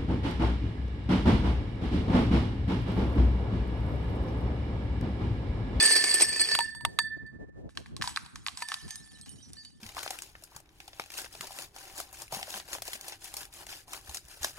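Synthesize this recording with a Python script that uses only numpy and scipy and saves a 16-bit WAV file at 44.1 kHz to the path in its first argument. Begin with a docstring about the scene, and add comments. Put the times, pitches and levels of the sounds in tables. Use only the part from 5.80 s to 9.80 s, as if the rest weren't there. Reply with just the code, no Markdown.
"""Glass cups grind and chink in a box tipped off a high bridge, then clink freely in the air.
From about two seconds they smash far below; shards tinkle, a few notes ring on, light wind buffets.
Cups are sums of decaying bending modes that beat with spin; heap, splinters and grit are random
contacts through fixed spectra; wind is lumpy low noise. Two microphone ports hear it all in stereo."""
import sys
import numpy as np
from scipy import signal
from scipy.fft import rfft, irfft
from scipy.io import wavfile
from scipy.ndimage import uniform_filter1d

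SR = 44100
rng = np.random.default_rng(int(sys.argv[2]) if len(sys.argv) > 2 else 0)


def inscribe(sig):
    """Save sig as 16-bit PCM at rate SR to the path in sys.argv[1].

    A 1-D sig is mono; a 2-D sig holds one channel per row.
    Samples are clipped to [-1, 1] before scaling.
    """
    pcm = np.round(np.clip(np.atleast_2d(sig).T, -1, 1) * 32767)
    wavfile.write(sys.argv[1], SR, pcm.astype(np.int16))


N = 176400  # samples, 4 s

# bending modes of a cup: mode_hz, air_t60_s, heap_t60_s, relative_level_db
CUP_MODES = [(1774.3, 0.9, 0.14, -3.5), (4545, 0.34, 0.21, -0.5), (8259, 0.2, 0.11, -1),
             (11500, .2, 0.14, -16.5), (14480, .15, .1, -33)]
# largest departure of each mode between cups in the heap: [fraction of mode_hz]
MODE_SPREAD = [0.0047, .011, 0.018, 0.012, 0.024]
# spectrum of flying splinters and shards: frequency_hz, relative_level_db
SPLINTER_SPECTRUM = [(300, -78), (700, 3.5), (1000, 1.5), (2500, 3.5), (5000, 5), (7000, 2), (8500, 4),
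                     (10500, 5), (12500, -4), (15500, -28)]
HOLLOW_HZ = 940  # nominal resonance of the air in a cup
TICK_S = 0.0019  # decay constant of a tick's scatter


def box():
    """Colliding bodies: random contacts excite a heap of damped cups, with harder knocks on top."""
    # loudness of the sliding heap: time_s, relative_level_db
    heap_curve = [(0.0, -24), (0.018, -24.5), (0.172, -27.5), (0.2, -30.5), (0.348, -30.5), (0.362, -31.5),
                  (0.432, -30), (0.472, -36), (0.74, -34.5), (0.95, -61)]
    # spectrum of glass rattling in cardboard: frequency_hz, relative_level_db
    rattle = [(100, -27), (250, -6.5), (400, 1), (680, -3), (950, -3), (1300, -9.5), (2400, 2),
              (3700, -3.5), (5300, 3), (6800, -7.5), (8500, 2), (10200, -7), (12000, -8.5), (15500, -37.5)]
    # ring of the heap in each cup mode: [relative_level_db]
    heap_ring_db = [-5.5, 0.5, -4.5, -19.5, -33]
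    # knocks: start_s, then relative levels peak_db, low_ring_db, middle_ring_db, high_ring_db, clatter_db
    knock_table = [(0.0004, -10.5, -21.5, -16.5, -37.5, -48), (0.0242, -9.5, -22, -28.5, -17.5, -32.5),
                   (0.0543, -3, -18.5, -18.5, -17, -29.5), (0.0836, -10.5, -26, -30.5, -27, -35.5),
                   (0.1132, -30, -32, -21, -21, -33), (0.1214, -11.5, -35, -21, -18.5, -42),
                   (0.1549, -13.5, -28.5, -17.5, -23, -30.5), (0.1624, -6.5, -29.5, -13, -20, -23),
                   (0.2398, -19.5, -26, -21, -25, -23), (0.2931, -20, -32.5, -23, -24.5, -35),
                   (0.311, -14, -29.5, -21.5, -25, -42), (0.3411, -14, -38, -39, -15.5, -26),
                   (0.3503, -9, -50.5, -35.5, -18.5, -40), (0.4001, -16, -34.5, -33.5, -32.5, -26),
                   (0.408, -17, -41.5, -29.5, -20.5, -21.5), (0.4194, -6, -37.5, -35.5, -12, -20),
                   (0.43, -11.5, -35.5, -33, -33.5, -29), (0.4843, -21, -51.5, -39.5, -25, -37.5),
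                   (0.5292, -11, -38, -31.5, -35, -46), (0.5608, -20.5, -23, -55.5, -34, -33.5),
                   (0.5957, -21.5, -33.5, -20, -27, -30.5), (0.6043, -12.5, -44.5, -34, -20, -36.5),
                   (0.6132, -25, -21.5, -24.5, -20.5, -29.5), (0.6872, -40.5, -26, -26, -50.5, -33.5),
                   (0.713, -45, -19, -24, -58, -30.5)]
    # trim of the low, middle and high rings of every knock: [gain_db]
    ring_trim_db = [-4, 0.5, 1.5]
    contacts_per_s, clatter_decay_s = 800, 0.0065

    fade = np.clip((1 - np.arange(N) / SR) / .1, 0, 1)  # silent from 1 s on
    slide = level(heap_curve) * fade
    contacts = clicks(N, contacts_per_s, spread_db=2.8)
    hiss = .15 * rng.standard_normal(N)
    out = amp(-4.5) * slide * unit(colour(contacts + hiss, rattle))
    chinks = pings(0, 1, 260, slide, rattle, t60=0.056, low_hz=1870, high_hz=9620, range_db=15)
    out += amp(2) * chinks

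    for (hz, _, t60, _), spread, db in zip(CUP_MODES, MODE_SPREAD, heap_ring_db):
        for own in np.linspace(-1, 1, num=6):  # six slightly different cups
            mode = ring(hz * (1 + spread * (own + 0.14 * rng.standard_normal())), t60)
            strikes = unit(clicks(SR, contacts_per_s / 4, spread_db=1.6)) * slide[:SR]
            ringing = signal.fftconvolve(strikes, mode / np.linalg.norm(mode))
            add(out, 0, amp(db - 8) * ringing)

    for s, peak_db, low_db, mid_db, high_db, clatter_db in knock_table:
        rings_db = np.add([low_db, mid_db, high_db], ring_trim_db)
        add(out, s, wall_modes(rings_db, rng.uniform(3, 19), free=False))
        clatter = amp(clatter_db + 7) * snap(rattle, clatter_decay_s)
        peak = amp(peak_db - 20) * snap(rattle, TICK_S)
        add(out, s, clatter + peak)
    return out


def free_cups():
    """Free vibration: a clink is a tick, a hoot of the hollow and the beating ring of a spinning cup."""
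    # clinks: start_s, tick_db, hollow_db, low_ring_db, middle_ring_db, high_ring_db, lowest_mode_beat_hz
    clink_table = [(0.717, -35, -50, -37, -19, -51, 2.3), (.7505, -14.5, -44, -36, -45, -54, 2.7),
                   (0.7891, -17, -18.5, -60, -38, -32.5, 19), (0.8052, -30.5, -27, -25, -29.5, -30, 23.8),
                   (0.949, -43.5, -46.5, -40.5, -49.5, -45.5, 2.5),
                   (1.0082, -44.5, -44.5, -63, -48.5, -50, 5.1), (1.0503, -13.5, -25, -42, -41, -43, 10),
                   (1.1886, -13, -30, -22, -28, -32, 13.7), (1.4639, -65, -68, -55, -61, -69, 11.94),
                   (2.8222, -26.5, -29.5, -35, -54.5, -38.5, 26.4), (3.107, -66, -74, -44, -67.5, -48, 7),
                   (3.24, -76, -66, -56, -62, -81, 1.2), (3.768, -60, -83, -54, -47.5, -59.5, 4)]
    # spectrum of the tick: frequency_hz, relative_level_db
    tick_spectrum = [(200, -32.5), (600, 0.5), (1000, 7.5), (2000, 2.5), (3800, 6.5), (6000, -9),
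                     (8500, -3), (11000, 0), (15500, -23.5)]
    # weaker modes of a freely struck cup: mode_hz, t60_s, level_relative_to_low_ring_db
    overtones = [(3560, .45, -26), (4620, .14, -8), (6352, .13, -28), (7030, .14, -28)]
    hollow_t60_s = .06

    out = np.zeros(N)
    for s, tick_db, hollow_db, low_db, mid_db, high_db, beat_hz in clink_table:
        add(out, s, amp(tick_db) * snap(tick_spectrum, TICK_S, scatter=0.69))
        hollow_hz = HOLLOW_HZ * (1 + 0.025 * rng.uniform(-1, 1))
        add(out, s, amp(hollow_db) * ring(hollow_hz, hollow_t60_s))
        add(out, s, wall_modes([low_db, mid_db, high_db], beat_hz, free=True))
        spin = 1.26 + 0.27 * np.cos(2 * np.pi * beat_hz * np.arange(SR) / SR)
        weak_modes = sum(amp(low_db + db) * ring(hz, t60) for hz, t60, db in overtones)
        add(out, s, spin * weak_modes)
    return out


def wall_modes(levels_db, beat_hz, free, detune=0.00281):
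    """Modal superposition: bending modes of one cup, which spin makes beat, the higher ones faster."""
    t, out = np.arange(SR) / SR, np.zeros(SR)
    for k, (hz, air_t60, heap_t60, db) in enumerate(CUP_MODES):
        spread = detune if free else MODE_SPREAD[k]
        own = 1 + spread * rng.uniform(-1, 1)
        turn = np.pi * beat_hz * (k + 2) / 2 * t
        mode = ring(hz * own, air_t60 if free else heap_t60)
        # the third level serves every higher mode
        out += amp(db + levels_db[min(k, 2)]) * mode * (np.cos(turn) + 0.19)
    return out


def smashes():
    """Brittle fracture: each burst is a broadband crack, a brief hoot and a decaying splinter spray."""
    # smashes: start_s, crack_db, brightness_db_per_octave, hollow_db, spray_db
    smash_table = [(1.8927, -49.5, -4.5, -80, -63), (1.952, -56, 4.5, -74.5, -59),
                   (1.9735, -24.5, -2, -55, -51.5), (2.0604, -41.5, -6, -55, -60),
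                   (2.1656, -32.5, 7.5, -43, -54.5), (2.2133, -29, -2.5, -35.5, -42),
                   (2.2222, -20.5, 0, -39, -39.5), (2.241, -34.5, -12, -29, -41),
                   (2.2597, -36, 6, -46, -55), (2.2752, -25, 4, -26.5, -38), (2.3615, -22.5, 1.5, -36, -46),
                   (2.3728, -19.5, -1, -40, -62), (2.448, -64, -2, -65, -56), (2.462, -40.5, 4, -47, -63),
                   (2.5577, -32, 1, -47, -54), (2.6648, -23, -1, -38.5, -42),
                   (2.674, -31.5, 11, -37.5, -61), (2.6838, -24, -1.5, -62, -58),
                   (2.7732, -30.5, 6, -41.5, -44.5), (2.8045, -41, 7, -48, -45.5),
                   (2.8235, -28.5, 12.5, -59, -54), (2.8815, -59, 13, -60, -54),
                   (2.8865, -28, 8.5, -51, -42), (2.9187, -23, -2.5, -50.5, -44),
                   (2.9415, -23.5, 3, -43, -48), (3.08, -45, 8, -48, -48.5), (3.107, -29.5, 11, -67, -49),
                   (3.157, -32.5, 11.5, -70, -63), (3.4128, -40, 15.5, -81, -73),
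                   (3.4602, -45, 13, -63, -53.5), (3.4931, -38.5, 18, -89, -67.5),
                   (3.7331, -36.5, 17, -83.5, -58.5), (3.8498, -40.5, 8.5, -94, -72.5)]
    # spectrum of the crack: frequency_hz, relative_level_db
    crack_spectrum = [(200, -37), (650, -20.5), (1100, 3), (2000, 0), (2700, -1), (4500, 0.5),
                      (6500, -12.5), (8500, -14), (11000, -13.5), (15500, -46)]
    crack_decay_s, spray_decay_s, splinters_per_s = .0011, 0.029, 1000

    out, t = np.zeros(N), np.arange(SR // 2) / SR
    for s, crack_db, tilt_db, hollow_db, spray_db in smash_table:
        add(out, s, amp(crack_db) * snap(crack_spectrum, crack_decay_s, tilt_db, scatter=.4))
        hoot = ring(HOLLOW_HZ * rng.uniform(0.95, 1.164), t60=0.041, count=8000)
        add(out, s, amp(hollow_db) * hoot)
        contacts = clicks(len(t), splinters_per_s, spread_db=2.6)
        splinters = unit(contacts + .12 * rng.standard_normal(len(t)))
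        spray = colour(splinters * np.exp(-t / spray_decay_s), SPLINTER_SPECTRUM)
        add(out, s, amp(spray_db) * spray)
    return out


def shards():
    """Impact and friction: pieces of many pitches ping and scrape as they come to rest."""
    # loudness of shards skittering over the stones: time_s, relative_level_db
    skitter_curve = [(2.22, -61), (2.342, -54.5), (2.506, -63), (2.666, -59), (2.814, -54), (3.012, -50.5),
                     (3.266, -55.5), (3.722, -58.5), (3.856, -58.5), (4.0, -74.5)]
    # large shards that ring out: start_s, pitch_hz, level_db
    large_shards = [(2.275, 7940, -42), (2.773, 7840, -41), (2.885, 5720, -45.5), (2.942, 6150, -55),
                    (3.107, 6370, -41), (3.157, 9050, -41), (3.201, 6000, -76), (3.35, 3930, -55),
                    (3.411, 8390, -48), (3.418, 4250, -56.5), (3.482, 2980, -54), (3.492, 8870, -45),
                    (3.565, 5940, -68), (3.627, 5850, -48.5), (3.731, 5850, -60), (3.78, 4574, -43),
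                    (3.85, 4550, -48)]
    large_t60_s = .2

    start = skitter_curve[0][0]
    loudness = level(skitter_curve) * (np.arange(N) / SR > start)
    tinkle = pings(start, N / SR, 360, loudness, SPLINTER_SPECTRUM, t60=0.069,
                   low_hz=2900, high_hz=11160, range_db=9)
    out = amp(-3) * tinkle
    for s, hz, db in large_shards:
        add(out, s, amp(db) * ring(hz, large_t60_s))
    grit = unit(colour(clicks(N, 410, spread_db=3.6), SPLINTER_SPECTRUM))
    return out + amp(-8.5) * loudness * grit


def pings(start, end, per_s, loudness, spectrum, t60, low_hz, high_hz, range_db, count=900):
    """Random superposition: glassy notes vary in pitch, size and damping under a loudness curve."""
    out = np.zeros(N)
    for when, pitch, size, damping, chance in rng.random((count, 5)):
        if chance < per_s * (end - start) / count:
            s = start + when * (end - start)
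            hz = low_hz + (high_hz - low_hz) * pitch
            gain = loudness[min(int(s * SR), N - 1)] * amp(read(spectrum, hz) - range_db * size)
            add(out, s, gain * ring(hz, t60 * (0.27 + 1.8 * damping), count=9000))
    return out


def wind(flutter_db=3.5, apart=0.87):
    """Turbulent pressure: lumpy low noise, partly independent and partly opposed at the two ports."""
    # steady wind: time_s, relative_level_db
    wind_curve = [(0.0, -68.5), (0.31, -65.5), (0.41, -63), (1.35, -63.5), (1.67, -63.5), (1.83, -71.5),
                  (2.19, -62), (2.66, -74), (2.78, -72.5), (3.03, -71), (3.56, -63.5), (4.0, -72.5)]
    # spectrum of the steady wind: frequency_hz, relative_level_db
    gust_spectrum = [(20, -25), (35, -12), (60, 3.5), (130, 1.5), (250, -2), (400, -14.5), (700, -25.5),
                     (1200, -25.5), (3000, -43.5), (8000, -49.5), (15000, -59)]
    # buffets: start_s, length_s, relative_level_db, brightness_db_per_octave
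    buffet_table = [(1.011, 0.21, -54.5, 8.5), (1.364, 0.018, -48.5, 5.5), (1.389, 0.075, -49, -3.5),
                    (1.513, 0.068, -47, -5), (1.581, 0.079, -45, 3.5), (1.681, 0.024, -52.5, 4.5),
                    (1.752, 0.09, -48.5, 4.5), (1.819, 0.082, -44, 2.5), (1.956, 0.072, -48.5, 4),
                    (2.115, 0.072, -46.5, -3.5), (2.187, 0.035, -44.5, 3), (2.524, 0.1, -51, -12),
                    (3.016, 0.076, -47, -5), (3.513, 0.11, -60, -0.5)]
    # spectrum of a buffet: frequency_hz, relative_level_db
    buffet_spectrum = [(20, -8), (70, 6), (160, 2), (350, -1.5), (700, -14.5), (1200, -39), (3000, -54),
                       (15000, -74.5)]

    lumps = unit(uniform_filter1d(uniform_filter1d(rng.standard_normal(N), 900), 900))
    flutter = rng.standard_normal((3, N)) * amp(flutter_db * lumps)
    gusts = unit(np.array([colour(x, gust_spectrum) for x in flutter]))
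    air = amp(10.5) * level(wind_curve) * gusts
    for s, length, db, tilt_db in buffet_table:
        swell = np.sin(np.pi * np.minimum(np.arange(SR // 4) / SR / length, 1))
        for channel, noise in zip(air, rng.standard_normal((3, SR // 4))):
            add(channel, s, amp(db) * colour(noise * swell, buffet_spectrum, tilt_db))
    opposed = np.array([[1], [-1]]) * air[2]
    return apart * air[:2] + opposed


def space(x, balance, early_db, early_s, tail_db):
    """Reflection and decay: two ports hear direct sound, early reflections and an open-air tail."""
    # decay of the surroundings: frequency_hz, t60_s
    air_t60 = [(300, .7), (1500, 0.99), (5000, 0.53), (9000, 0.77), (15000, .4)]
    # how far the left port leads the right: frequency_hz, phase_rad
    port_phase = [(50, 3), (340, -0.65), (650, -2), (1050, -0.3), (2150, 0.3), (2700, 1.44), (4000, 1.86),
                  (4650, 2.1), (5200, 0.55), (7400, 1.02), (7900, 1.28), (9500, 2.02), (10900, 4),
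                  (15200, -3.5)]

    hz = np.fft.rfftfreq(2 * N, 1 / SR)
    side = np.array([[.5], [-.5]])  # half of each difference goes to each port
    t = np.arange(SR) / SR
    taps = rng.standard_normal((2, 2, SR)) * (t > .001)
    early = taps[0] * np.exp(-t / early_s)
    f, when, z = signal.stft(taps[1], SR, nperseg=256)
    decay = amp(-60 * when / read(air_t60, f)[:, None])
    tail = signal.istft(z * decay, SR, nperseg=256)[1][:, :SR]
    room = (amp(early_db) * unit(early) + amp(tail_db) * unit(tail)) / np.sqrt(SR)
    direct = np.exp(1j * side * read(port_phase, hz))
    response = (direct + rfft(room, 2 * N)) * amp(side * read(balance, hz))
    return irfft(rfft(x, 2 * N) * response)[:, :N]


def ring(hz, t60, count=SR):
    """Damped oscillator: one mode builds up quickly and dies away exponentially."""
    rise_s = 0.000567
    t = np.arange(count) / SR
    return (1 - np.exp(-t / rise_s)) * np.sin(2 * np.pi * hz * t) * amp(-60 * t / t60)


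def snap(points, decay_s, tilt_db=0, scatter=0.81, count=3000):
    """Impulsive contact: a click and its quick scatter, with the energy of one millisecond at rms 1."""
    push = scatter * rng.standard_normal(count) * np.exp(-np.arange(count) / SR / decay_s)
    push[0] += 1
    x = colour(push, points, tilt_db)
    return x / np.linalg.norm(x) * np.sqrt(SR / 1000)


def clicks(count, per_s, spread_db):
    """Random point process: contacts of uneven size and either sign."""
    size = amp(spread_db * np.minimum(rng.exponential(1, count), 4))
    return size * rng.choice([-1, 1], count) * (rng.random(count) < per_s / SR)


def colour(x, points, tilt_db=0, size=4096):
    """Minimum-phase filtering: a causal unit-energy filter with a spectrum tilted in dB per octave."""
    hz = abs(np.fft.fftfreq(size, 1 / SR))
    tilt = tilt_db * np.log2(np.clip(hz, 200, 9000))
    log_gain = np.log(amp(read(points, hz) + tilt))
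    # the Hilbert transform of the log gain supplies the phase
    taps = np.fft.ifft(np.exp(signal.hilbert(log_gain).conj())).real[:size // 2]
    return signal.fftconvolve(x, taps / np.linalg.norm(taps))[:len(x)]


def amp(db):
    """Logarithmic level: decibels to amplitude gain."""
    return 10 ** (np.asarray(db) / 20)


def unit(x):
    """Mean-square normalisation: scales to rms 1."""
    return x / np.sqrt(np.mean(x ** 2) + 1e-20)


def read(points, hz):
    """Logarithmic frequency scale: interpolates a table along log frequency."""
    f, value = np.transpose(points)
    return np.interp(np.log(hz + 1), np.log(f + 1), value)


def level(points):
    """Amplitude envelope: gain over time from a curve in decibels."""
    return amp(np.interp(np.arange(N) / SR, *np.transpose(points)))


def add(mix, s, sound):
    """Linear superposition: adds a sound to the mix from a time in seconds."""
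    part = mix[max(round(s * SR), 0):][:len(sound)]
    part += sound[:len(part)]


def scene():
    """Superposition of near and far fields: near cups, far smashes and wind at the ports."""
    # left minus right for near and far sounds: frequency_hz, difference_db
    near_balance = [(60, -3), (120, 3), (240, -1), (480, 2), (950, 3), (1890, -1), (3770, -6), (7520, -1),
                    (15000, -0.5)]
    far_balance = [(60, 5), (130, 2.5), (290, 8), (640, 5.5), (1410, 2), (3100, -4.5), (6820, -2.0),
                   (15000, 2.5)]
    near = space(box() + free_cups(), near_balance, early_db=-9, early_s=.003, tail_db=-34)
    far = space(smashes() + shards(), far_balance, early_db=-7.5, early_s=0.0042, tail_db=-16)
    return near + far + wind()


def record(dry):
    """Linear transduction: the microphone's frequency response, then a low-pass band limit."""
    # response of the microphone: frequency_hz, gain_db
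    mic_response = [(20, -1), (60, 1), (9000, 0), (11800, -2), (12800, -9.5), (14500, -3), (15700, -18.5)]
    cutoff_hz = 15700
    gain = amp(read(mic_response, np.fft.rfftfreq(2 * N, 1 / SR)))
    heard = irfft(rfft(dry, 2 * N) * gain)[:, :N]
    low_pass = signal.firwin(511, cutoff_hz, window=("kaiser", 9), fs=SR)
    return signal.oaconvolve(heard, low_pass[None], "same")


dry = scene()
out = record(dry)
inscribe(out)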